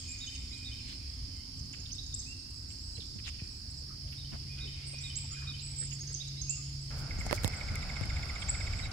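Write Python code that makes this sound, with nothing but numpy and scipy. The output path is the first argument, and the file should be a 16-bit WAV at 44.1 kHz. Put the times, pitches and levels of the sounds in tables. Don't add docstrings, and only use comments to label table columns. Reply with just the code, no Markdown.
import sys
import numpy as np
from scipy import signal
from scipy.io import wavfile
from scipy.ndimage import uniform_filter1d

SR = 44100
rng = np.random.default_rng(int(sys.argv[2]) if len(sys.argv) > 2 else 0)


def voltage_ratio(level):
    return 10 ** (np.asarray(level, float) / 20)


def transcribe(u):
    v = np.clip(np.atleast_2d(u).T, -1, 1)
    q = np.round(v * 32767).astype(np.int16)
    wavfile.write(sys.argv[1], SR, q)


N = 393372


def evened(x):
    return x / np.sqrt(np.mean(x ** 2) + 1e-20)


def read(points, hz):
    f, value = np.transpose(points)
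    return np.interp(np.log(hz + 1), np.log(f + 1), value)


def curve(rows, column=1):
    rows = np.array(rows)
    after = -140 if rows[-1, 0] < 8.8 else None
    return np.interp(np.arange(N) / SR, rows[:, 0], rows[:, column], left=-140, right=after)


def add(mix, s, sound, pan_db):
    for side, sign in zip(mix, (1, -1)):
        start = max(round(s * SR + sign * 0.2 * pan_db), 0)
        part = side[start:][:len(sound)]
        part += sound[:len(part)] * voltage_ratio(sign * pan_db / 2)


def band_pass(x, low_hz, high_hz):
    return signal.sosfilt(signal.butter(2, [low_hz, high_hz], "band", fs=SR, output="sos"), x)


def resonate(x, hz, width):
    turn = np.exp(2j * np.pi * hz * np.arange(x.shape[-1]) / SR)
    r = np.exp(-np.pi * width / SR)
    return 2 * (turn * signal.lfilter([1 - r], [1, -r], x / turn)).real


def resonate_twice(x, hz, width, second=1):
    return evened(resonate(resonate(x, hz, width), hz, second * width))


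def air(spectrum, same, patchy_db, lean=((1, 0), (2, 0))):
    frames, hz = N // 512 + 5, np.fft.rfftfreq(2048, 1 / SR)
    a, b, c, d, patches = rng.standard_normal((frames, 1025, 5)).T
    patches = uniform_filter1d(patches, size=14, axis=0)
    patches = evened(uniform_filter1d(patches, size=8, axis=1))
    like = np.clip(read(same, hz), -1, 1)[:, None]
    left = a + 1j * b
    right = like * left + np.sqrt(1 - like ** 2) * (c + 1j * d)
    z = np.array([left, right]) * voltage_ratio(read(spectrum, hz)[:, None] + patchy_db * patches)
    z *= voltage_ratio(np.outer([0.5, -0.5], read(lean, hz)))[:, :, None]
    return evened(signal.istft(z, nperseg=2048, noverlap=1536)[1][:, :N])


# f/Hz, likeness (1 the same, below 0 opposed)
SAME = [(25, 0.87), (60, 1), (240, 0.86), (950, -0.19), (3770, 0.27), (15000, -0.2)]


def still_air():
    # f/Hz, level/dB
    rumble = [(18, -23), (35, -15), (55, 1.5), (71, 0.5), (110, -5.5), (165, -18), (270, -18.5), (400, -31),
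              (520, -57.5)]
    # f/Hz, level/dB
    still = [(300, 2.5), (600, 6), (1600, 4.5), (2600, 5), (3400, 2), (6200, 8), (8000, 6), (8700, 2),
             (9300, 6), (10300, 4.5), (11000, -5.5), (15800, -9)]
    # f/Hz, left-right level/dB
    lean = [(150, 15), (380, 2.5), (950, -0.5), (2380, -4.5), (5980, -15.5), (8700, 9), (10200, 0.5),
            (11500, 11)]
    traffic = voltage_ratio(-45.5) * air(rumble, SAME, patchy_db=1.5)
    return traffic + voltage_ratio(-58.5) * air(still, SAME, patchy_db=1.45, lean=lean)


def moving_air():
    # f/Hz, level/dB
    wash = [(15, -34), (25, -8), (102, -10), (387, -19.5), (780, -15.5), (985, -23), (1440, -13),
            (1820, -23), (2160, -16.5), (2910, -27), (4000, -28), (5200, -34), (8800, -120)]
    # f/Hz, likeness
    same_wash = [(60, 0.95), (240, 0.86), (950, 0.52), (3770, 0.01), (15000, 0.11)]
    # t/s, hiss level/dB, gust level/dB
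    wash_db = [
        (6.905, -51.5, -39),
        (7.6, -48.5, -39),
        (8.92, -49.5, -37.5),
    ]
    high_pass = signal.butter(2, 250, "high", fs=SR, output="sos")
    hiss = evened(signal.sosfilt(high_pass, air(wash, same_wash, patchy_db=1.5)))
    gust_spectrum = [(15, -25), (35, -0.5), (80, 2.5), (150, -10.5), (260, -21.0), (500, -51.0)]
    gusts = air(gust_spectrum, same_wash, patchy_db=1.5)
    return voltage_ratio(curve(wash_db)) * hiss + voltage_ratio(curve(wash_db, column=2)) * gusts


def engines():
    # t/s, f/Hz, level/dB
    hum = [(2.8, 134, -70), (3.9, 136, -55), (4.2, 137, -49.5), (6.3, 138.5, -44.5), (7.0, 138, -44),
           (7.15, 138, -56), (8.2, 138, -47), (8.4, 138, -62)]
    # t/s, f/Hz, level/dB
    high_hum = [(0.0, 260.7, -63), (2.48, 259.9, -64), (2.6, 252, -79)]
    out = 0
    for rows in (hum, high_hum):
        flutter = 1 + 0.12 * evened(uniform_filter1d(rng.standard_normal(N), size=3000))
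        hz = np.maximum(curve(rows), 0)
        level = np.sqrt(2) * voltage_ratio(curve(rows, column=2))
        out = out + level * flutter * np.sin(2 * np.pi * np.cumsum(hz) / SR)
    return out


def insects(depth=0.2):
    # wing f/Hz, width/Hz, pulse rate/Hz, level/dB
    voices = [(4406, 400, 37, -3), (4735, 290, 53, 1), (4985, 305, 100, 1.5), (5200, 290, 67, -1),
              (5299, 157, 100, -1), (5440, 230, 73, -3.5)]
    # t/s, level/dB
    chorus_db = [(0.0, -41.5), (6.83, -41.5), (8.92, -40.5)]
    out = np.zeros((2, N))
    for hz, width, rate, db in voices:
        drift = evened(uniform_filter1d(rng.standard_normal((2, N)), size=6000))
        turns = np.cumsum(rate * (1 + 0.12 * drift), axis=1) / SR
        pulses = (1 + depth * np.cos(2 * np.pi * turns)) ** 2
        scrape = rng.standard_normal((2, N)) * pulses
        out += voltage_ratio(db) * resonate_twice(scrape, hz, width, second=1.08)
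    side_db = np.array([[-1.5], [4.5]])
    return voltage_ratio(curve(chorus_db) + side_db) * evened(out)


def far_song():
    # t/s, low voices level/dB, high voices level/dB
    far_birds = [(0, -49, -45), (1.1, -53, -57.5), (2, -65, -78), (3, -86, -54), (3.9, -62.5, -70),
                 (4.9, -47, -59), (6.2, -54, -61), (7.2, -60.5, -54.5), (8.92, -50, -52)]
    low = air([(1700, -15), (2200, 0.5), (3000, -1), (3900, -2), (4400, -52)], SAME, patchy_db=3)
    high = air([(5600, -40), (6300, 0), (7500, 0), (8300, -4), (8700, -40)], SAME, patchy_db=4)
    return voltage_ratio(curve(far_birds)) * low + voltage_ratio(curve(far_birds, column=2)) * high


def knocks():
    # t/s, tick level/dB, thump level/dB, body level/dB, left-right level/dB
    hits = [(3.16, -94, -43, -81, 1), (3.419, -70, -36.5, -72, 1), (7.188, -54, -44.5, -57, 27.5),
            (7.2545, -47, -55, -49, 12), (7.266, -41, -44, -52, 21), (7.311, -34, -63, -34.5, -24),
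            (7.3282, -28.5, -60, -27.5, -25), (7.435, -29, -52.5, -47, -15),
            (7.4457, -20.5, -29.5, -31.5, -16.5), (7.478, -21.5, -51, -39, -10.5),
            (7.719, -40, -43.5, -50, 13.5), (7.756, -29.5, -58, -59, 14), (8.011, -38, -37.5, -44.5, 20),
            (8.056, -41, -43.5, -55, 15)]
    # f/Hz, level/dB, time to fade by 60 dB/s
    case = ((312, -15.5, 0.052), (512, -8.5, 0.035), (820, 4.5, 0.0046), (1710, -3.0, 0.006))
    out, t = np.zeros((2, N)), np.arange(2600) / SR
    for s, tick_db, thump_db, body_db, pan_db in hits:
        grit, pitch = rng.standard_normal(len(t)), rng.uniform(0.84, 1.195)
        tick = voltage_ratio(tick_db - 60 * t / 0.0041) * band_pass(grit, 2500, 10500)
        body = 0
        for hz, db, t60 in case:
            body = body + voltage_ratio(db - 60 * t / t60) * np.sin(2 * np.pi * hz * pitch * t - 0.9)
        body = body * (1 - np.exp(-t / 0.000089))
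        sag_hz = 75 + 130 * np.exp(-t / 0.006)
        thump = np.sin(2 * np.pi * np.cumsum(sag_hz) / SR - 1.5)
        thump = thump * voltage_ratio(-60 * t / 0.098) * (1 - np.exp(-t / 0.0017))
        add(out, s, tick - voltage_ratio(body_db + 5.5) * body + voltage_ratio(thump_db + 6.0) * thump, pan_db)
    return out


def rustles():
    # t/s, length/s, centre f/Hz,
    # width/Hz, level/dB
    puffs = [(0.228, .04, 2000, 1700, -58), (0.85, 0.12, 3200, 2400, -49.5),
             (2.967, 0.042, 410, 151, -53.5), (3.229, 0.069, 3300, 1600, -47),
             (3.255, 0.056, 2400, 2200, -44), (3.255, 0.06, 6800, 1800, -49.5),
             (4.067, 0.043, 3200, 1510, -56.5), (4.305, 0.075, 800, 3300, -50),
             (4.319, 0.039, 210, 72, -41.5), (4.611, 0.1, 393, 89, -56.5), (4.925, 0.036, 430, 440, -52.5),
             (5.33, 0.27, 1280, 500, -60.5), (5.35, .06, 1550, 150, -53.5), (5.4, 0.055, 1660, 210, -57),
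             (5.801, 0.056, 1760, 900, -56), (3.87, .11, 1250, 200, -62), (4.02, .11, 600, 150, -65),
             (6.54, .12, 1220, 50, -65), (4.52, .18, 1450, 300, -64), (3.3, .1, 2800, 1200, -59),
             (3.14, .05, 200, 50, -47), (3.8, 0.039, 520, 250, -62), (5.23, 0.038, 730, 500, -61.5),
             (5.79, 0.059, 460, 140, -59), (6.08, 0.055, 450, 160, -61), (4.571, 0.032, 3100, 1200, -50),
             (2.15, .1, 7500, 600, -47), (2.2, .17, 7600, 700, -53), (3.72, 0.13, 7600, 800, -58),
             (1.747, 0.11, 440, 150, -65.5), (6.071, 0.076, 1600, 1300, -61),
             (6.966, 0.058, 7000, 4000, -52), (7.261, 0.013, 600, 420, -37.5),
             (7.305, 0.04, 1200, 1600, -40), (7.325, 0.06, 5900, 4500, -44), (7.256, 0.02, 6500, 3300, -43),
             (7.425, 0.047, 7600, 3700, -45), (7.517, 0.049, 7800, 3000, -53.5)]
    # t/s, length/s, centre f/Hz,
    # width/Hz, level/dB
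    swishes = [(6.94, .11, 9200, 7600, -62), (7.17, .07, 10000, 6000, -62), (7.29, .1, 11000, 8400, -52.5),
               (7.41, .075, 11000, 7000, -50), (7.019, .012, 11000, 6000, -60),
               (7.214, .012, 10000, 6000, -60), (8.248, .016, 10000, 5400, -60.5),
               (4.1, .06, 11600, 400, -64), (7.3, .05, 500, 300, -45), (7.44, .05, 640, 570, -46),
               (.87, 0.043, 7500, 2000, -55), (4.27, 0.085, 174, 30, -53), (5.0, 0.13, 7500, 600, -54),
               (5.78, .14, 7400, 600, -52), (6.12, .11, 6300, 600, -48), (5.29, .08, 1310, 200, -58),
               (6.5, .09, 7300, 500, -50)]
    out = np.zeros((2, N))
    for s, length, hz, width, db in puffs:
        size = round(length * SR)
        for side in out:
            crackle = uniform_filter1d(rng.exponential(1, size) ** 3, size=110)
            grains = rng.standard_normal(size) * crackle
            puff = resonate_twice(grains, hz, width) * np.hanning(size)
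            side[round(s * SR):][:size] += voltage_ratio(db) * puff
    for s, length, hz, width, db in swishes:
        size = round(length * SR)
        hiss = rng.standard_normal((2, size)) * voltage_ratio(np.array([[-3], [3]]))
        swish = resonate_twice(hiss, hz, width) * np.hanning(size)
        out[:, round(s * SR):][:, :size] += voltage_ratio(db) * swish
    return out


def note(length, from_hz, to_hz, db, settle=None, arch_hz=0, fade_db=0, taper=0.5, rough=0, grain=45):
    u = np.linspace(0, 1, round(length * SR))
    hz = from_hz + (to_hz - from_hz) * u + arch_hz * np.sin(np.pi * u)
    level = voltage_ratio(db - fade_db * u)
    if settle:
        high, rest = to_hz > 5000, np.exp(-u * length / settle)
        hz = to_hz - (to_hz - from_hz) * rest
        hz = hz - 0.142 * to_hz * high * np.exp(-u * length / 0.00233)
        level = level * (1.17 - rest) ** (0.5 + 0.47 * high)
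    flecks = np.convolve(rng.standard_normal(len(u)), np.hanning(round(grain)), "same")[:len(u)]
    level = level * (1 - rough + rough * evened(flecks)) * signal.windows.tukey(len(u), taper)
    return level * np.sin(2 * np.pi * np.cumsum(hz) / SR)


def chip(length, hz, db, share, settle):
    high = hz > 5000
    rough = min(0.15 + 6.6 * length, 0.45) * high
    return note(length, share * hz, hz, db + 5.5, settle=min(settle, length / 2.66),
                fade_db=2.7 * high, taper=0.16, rough=rough, grain=300)


def chips():
    # t/s, length/s, top f/Hz, level/dB, left-right level/dB
    flicks = [(.334, 0.03, 8900, -46.5, 8), (.526, 0.026, 8430, -47, 1), (1.65, 0.013, 7500, -46, -11),
              (1.727, 0.0088, 7600, -45, -18), (1.796, .012, 7000, -43, -9), (1.915, 0.022, 6530, -36, -14),
              (1.94, 0.021, 8100, -42, 8), (2.14, 0.013, 7930, -27.5, 7.5),
              (2.185, 0.023, 6620, -37, -12.5), (2.679, .054, 7630, -48, -9), (2.792, .04, 7700, -52, -3),
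              (3.698, 0.028, 8300, -42, -4.5), (4.849, 0.11, 8170, -41, -3), (5, 0.11, 7900, -41, -3),
              (5.155, 0.028, 7900, -28.5, -11), (5.309, 0.042, 7330, -38.5, -7),
              (5.756, 0.11, 7760, -32, -7.5), (5.9, 0.044, 7060, -37.5, -12),
              (6.12, 0.018, 7970, -35, -3.5), (6.492, 0.023, 7810, -25, -12),
              (7.184, 0.025, 7900, -38.5, -4), (7.56, 0.021, 8000, -37, -7.5), (8.483, 0.024, 8010, -21, 1),
              (5.605, .03, 7800, -43, -4.5)]
    # t/s, length/s, top f/Hz, level/dB
    seets = [(.077, 0.048, 7430, -34.5), (0.177, .046, 6850, -40), (2.6, 0.042, 7750, -53),
             (2.7, .04, 8430, -50), (2.817, .17, 8000, -52), (3.43, 0.064, 7400, -53.5),
             (8.6, 0.051, 8300, -52), (5.615, 0.11, 7900, -40), (5.989, 0.05, 6630, -37.5),
             (8.755, 0.063, 7880, -43.5), (8.382, 0.071, 8230, -44.5), (8.567, 0.065, 7700, -58)]
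    # t/s, length/s, top f/Hz, level/dB
    risers = [(.522, 0.028, 4100, -47), (1.981, 0.019, 3930, -39.5), (2.258, 0.085, 2790, -51.5),
              (6.2, 0.026, 3910, -39.5), (6.365, .052, 4100, -49), (6.48, 0.0766, 2806, -48),
              (6.235, .07, 4070, -51)]
    out = np.zeros((2, N))
    for s, length, hz, db, pan_db in flicks:
        add(out, s, chip(length, hz, db, 0.8, 0.0092), pan_db)
    for s, length, hz, db in seets:
        add(out, s, chip(length, hz, db, 0.9, 0.01173), -2.5)
    for s, length, hz, db in risers:
        add(out, s, chip(length, hz, db, 0.87, 0.03), -12.5)
    return out


def calls():
    # t/s, length/s, f/Hz, level/dB, left-right
    # level/dB
    held = [(0, 0.012, 8120, -31.5, -1), (0.261, 0.03, 6500, -33.5, -16), (.349, 0.018, 6470, -30, -12.5),
            (.79, .19, 4180, -39.5, -6.5), (.2, .06, 6900, -44, -1), (1.28, 0.2, 3085, -50.5, -10),
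            (1.34, .08, 2100, -55, -5.5), (1.5, 0.13, 3080, -53, -8), (1.7, .12, 3050, -52, -7),
            (6.6, .16, 3090, -53, -9), (6.8, 0.22, 3140, -56, -8), (1.2, 0.32, 6450, -57, -8),
            (1.56, 0.045, 7500, -41, -5), (2.52, .08, 7770, -46, -2.5), (2.54, 0.062, 7400, -48, -3),
            (2.345, .11, 8250, -47, -3), (3.49, 0.076, 7930, -48, -2), (3.56, .04, 7800, -46, -2.5),
            (6.8, .1, 8150, -50, -1), (6.81, .02, 7850, -39, -2), (2.66, .18, 6450, -54, -9),
            (1.948, 0.0086, 3730, -40, -18), (2.128, 0.011, 3700, -35, -13), (2.95, .018, 4100, -41.5, -26),
            (6.06, 0.069, 6510, -34.5, -13.5), (8.824, 0.025, 3870, -37.5, -24)]
    # t/s, start f/Hz, level/dB
    scolds = [(1.731, 2950, -43.5), (2.7, 3150, -49), (2.966, 3210, -48), (3.183, 2900, -47),
              (3.265, 3400, -40), (3.245, 4400, -46), (3.385, 2855, -46), (4.12, 3030, -45.5),
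              (5.912, 3110, -44)]
    # t/s, centre f/Hz, level/dB, swing (plus rises, minus falls)
    ticks = [(1.363, 7370, -51, -0.88), (.575, 7750, -50, 1), (.645, 8000, -50, -.5), (1.9, 3000, -48, 1),
             (2.03, 6600, -47.5, 1), (2.5, 7800, -51, 1), (2.535, 8600, -53, .4), (3.06, 7400, -51, -.3),
             (1.854, 3670, -41.5, -1.2), (2.219, 4020, -45.5, -1), (3.002, 3600, -40.5, -1.2),
             (3.015, 3400, -44, -1), (4.983, 5630, -40.5, 0.14), (5.868, 6800, -45, 1.8),
             (5.945, 7200, -39, 1.3), (6.07, 5950, -43, 1), (6.14, 6300, -31.5, -1.16),
             (6.275, 6943, -43, -1.2), (6.414, 6350, -32.5, -0.57), (8.42, 3270, -37, -0.37),
             (1.59, 6200, -47, .5), (2.06, 6760, -47, 1), (5.15, 4300, -45, 1), (5.59, 4200, -41, 1)]
    out = np.zeros((2, N))
    for s, length, hz, db, pan_db in held:
        add(out, s, note(length, hz, hz, db - 5, taper=0.35, rough=0.22, grain=600), pan_db)
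    for s, hz, db in scolds:
        add(out, s, note(0.023, hz, 0.81 * hz, db + 3.0, taper=0.44, rough=0.57, grain=50), -15.5)
    for s, hz, db, way in ticks:
        swing = 0.055 * way
        tick = note(0.014, hz * (1 - swing), hz * (1 + swing), db + 0.5, taper=0.39, rough=0.4, grain=54)
        add(out, s, tick, -22)
    return out


def phrases():
    # t/s of the arched note, then level/dB of arch, middle note, slide and pick-up
    sung = [(0.207, -32, -33, -41, -60), (.648, -35.5, -36.5, -44, -49), (4.177, -41, -44, -49, -66),
            (4.606, -35, -39.5, -49, -53), (5.032, -33, -34, -46, -52), (5.471, -33, -37, -45, -50)]
    # delay/s, length/s, start f/Hz, end f/Hz, left-right level/dB
    parts = [
        (-.006, .057, 3520, 3320, -6.5),
        (.064, 0.025, 3000, 3100, 2),
        (0.14, 0.024, 3100, 2150, 1),
        (-0.14, 0.028, 2000, 2400, 0),
    ]
    out = np.zeros((2, N))
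    for s, *levels in sung:
        for (delay, length, a, b, pan_db), db in zip(parts, levels):
            arch_hz = 374 * (a > 3300)
            add(out, s + delay, note(length, a, b, db, arch_hz=arch_hz, taper=0.45, rough=0.22, grain=300), pan_db)
    return out


def whistles():
    # t/s, length/s, level/dB
    syllables = [(0.032, 0.048, -53), (0.077, 0.1, -42), (0.193, 0.035, -51), (0.233, 0.068, -48),
                 (.315, 0.048, -45), (0.514, 0.09, -43), (0.606, 0.05, -45.5), (0.667, 0.16, -47),
                 (4.492, 0.066, -44), (4.575, 0.1, -43.5), (4.695, 0.061, -51), (4.902, 0.028, -57),
                 (4.926, 0.097, -41), (5.047, 0.052, -42.5), (5.111, .065, -49), (5.34, 0.11, -42),
                 (5.464, 0.067, -41), (5.537, 0.094, -49)]
    out = np.zeros((2, N))
    for s, length, db in syllables:
        sound = note(length, 2450, 2440, db + 0.8, fade_db=2.5, taper=0.28, rough=0.12, grain=800)
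        add(out, s, sound, -5)
    return out


def rattle():
    # length/s, start f/Hz, end f/Hz, level/dB, left-right level/dB
    beat = [
        (.016, 2400, 1970, -35, -8),
        (.02, 7420, 7280, -46, -3),
        (.014, 3950, 3450, -45, -5),
        (.012, 2700, 2500, -48, -6),
    ]
    delays = [-.0055, -.012, -.011, -.013]
    out, k = np.zeros((2, N)), np.arange(26)
    drag = 0.2927 * (1 - np.exp(-k / 9.47))
    beats = 7.1239 + 0.05845 * k + drag - 0.014 * (k == 0)
    for s, drift in zip(beats, rng.uniform(0.98, 1.02, len(k))):
        for delay, (length, a, b, db, pan_db) in zip(delays, beat):
            shy_db = 30 * max(7.8 - s, 0) * (b > 2300)
            sound = note(length, a * drift, b * drift, db - shy_db + 6.0, taper=0.75, rough=0.21)
            add(out, s + delay, sound, pan_db)
    return out


def trees(x):
    # f/Hz, time to fade by 60 dB/s
    ring = [(1000, 0.21), (2500, 0.97), (3800, 1), (6000, 1), (8000, 0.53)]
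    taps = np.zeros((2, SR))
    at = np.arange(300, SR - 20, 20) + rng.integers(0, 20, (2, (SR - 301) // 20))
    np.put_along_axis(taps, at, rng.choice([-1., 1.], at.shape), 1)
    hz, t, z = signal.stft(taps, SR, nperseg=256)
    fade = voltage_ratio(-60 * t / read(ring, hz)[:, None]) + 0.4 * voltage_ratio(-60 * t / 0.05)
    tail = signal.istft(z * fade, SR, nperseg=256)[1]
    leaves = evened(np.convolve(rng.standard_normal(N), np.hanning(300), "same"))
    blurred = x.mean(0) * (np.sqrt(0.5) + np.sqrt(0.5) * leaves)
    return signal.fftconvolve(blurred[None], tail / np.linalg.norm(tail[0]), axes=1)[:, :N]


def scene():
    # t/s, level/dB
    dip = [(8.87, -8), (8.882, -16), (8.905, -40), (8.915, -6.5)]
    song, beats, low = chips() + calls() + phrases(), rattle(), whistles()
    echoes = voltage_ratio(-3.5) * trees(song + voltage_ratio(-1.5) * beats + voltage_ratio(-1) * low)
    treble = song + beats + low + echoes + far_song() + insects()
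    s, db = np.transpose(dip)
    treble = treble * voltage_ratio(np.interp(np.arange(N) / SR, s, db))
    return still_air() + moving_air() + engines() + knocks() + rustles() + treble


def thin_treble(x):
    # t/s, left share (0-1), right share (0-1)
    starved = [(2.3, 0.04, .93), (2.6, .04, .75), (4.5, .04, .75), (4.75, 0.75, .98), (6.7, 0.8, .95),
               (6.9, 0.05, .9), (7.5, .05, .95), (7.65, 0.8, .99)]
    hz, t, z = signal.stft(x, SR, nperseg=1024)
    luck = np.repeat(rng.random((len(t) // 3 + 1, 2)), 3, axis=0)[:len(t)].T
    s, left, right = np.transpose(starved)
    share = np.array([np.interp(t, s, left), np.interp(t, s, right)])
    deep_hz, top_hz = np.array([[12900], [10600]]), np.array([[15000], [12900]])
    deep_share = share * np.array([[0.55], [0.6]])
    edge_hz = np.where(luck < deep_share, deep_hz, np.where(luck < share, top_hz, 15750))
    burst = (abs(z[:, hz > 13000]) ** 2).mean(1)
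    edge_hz[burst > 12 * np.median(burst, axis=1)[:, None]] = 15900
    gain = np.where(hz[:, None] > edge_hz[:, None], 0.01, 1)
    return signal.istft(z * gain, SR, nperseg=1024)[1][:, :N]


def top_cut(x):
    return signal.sosfilt(signal.butter(12, 15900, fs=SR, output="sos"), x)


def record(dry):
    mix = np.tanh(2 * thin_treble(dry)) / 2
    return top_cut(mix)


dry = scene()
out = record(dry)
transcribe(out)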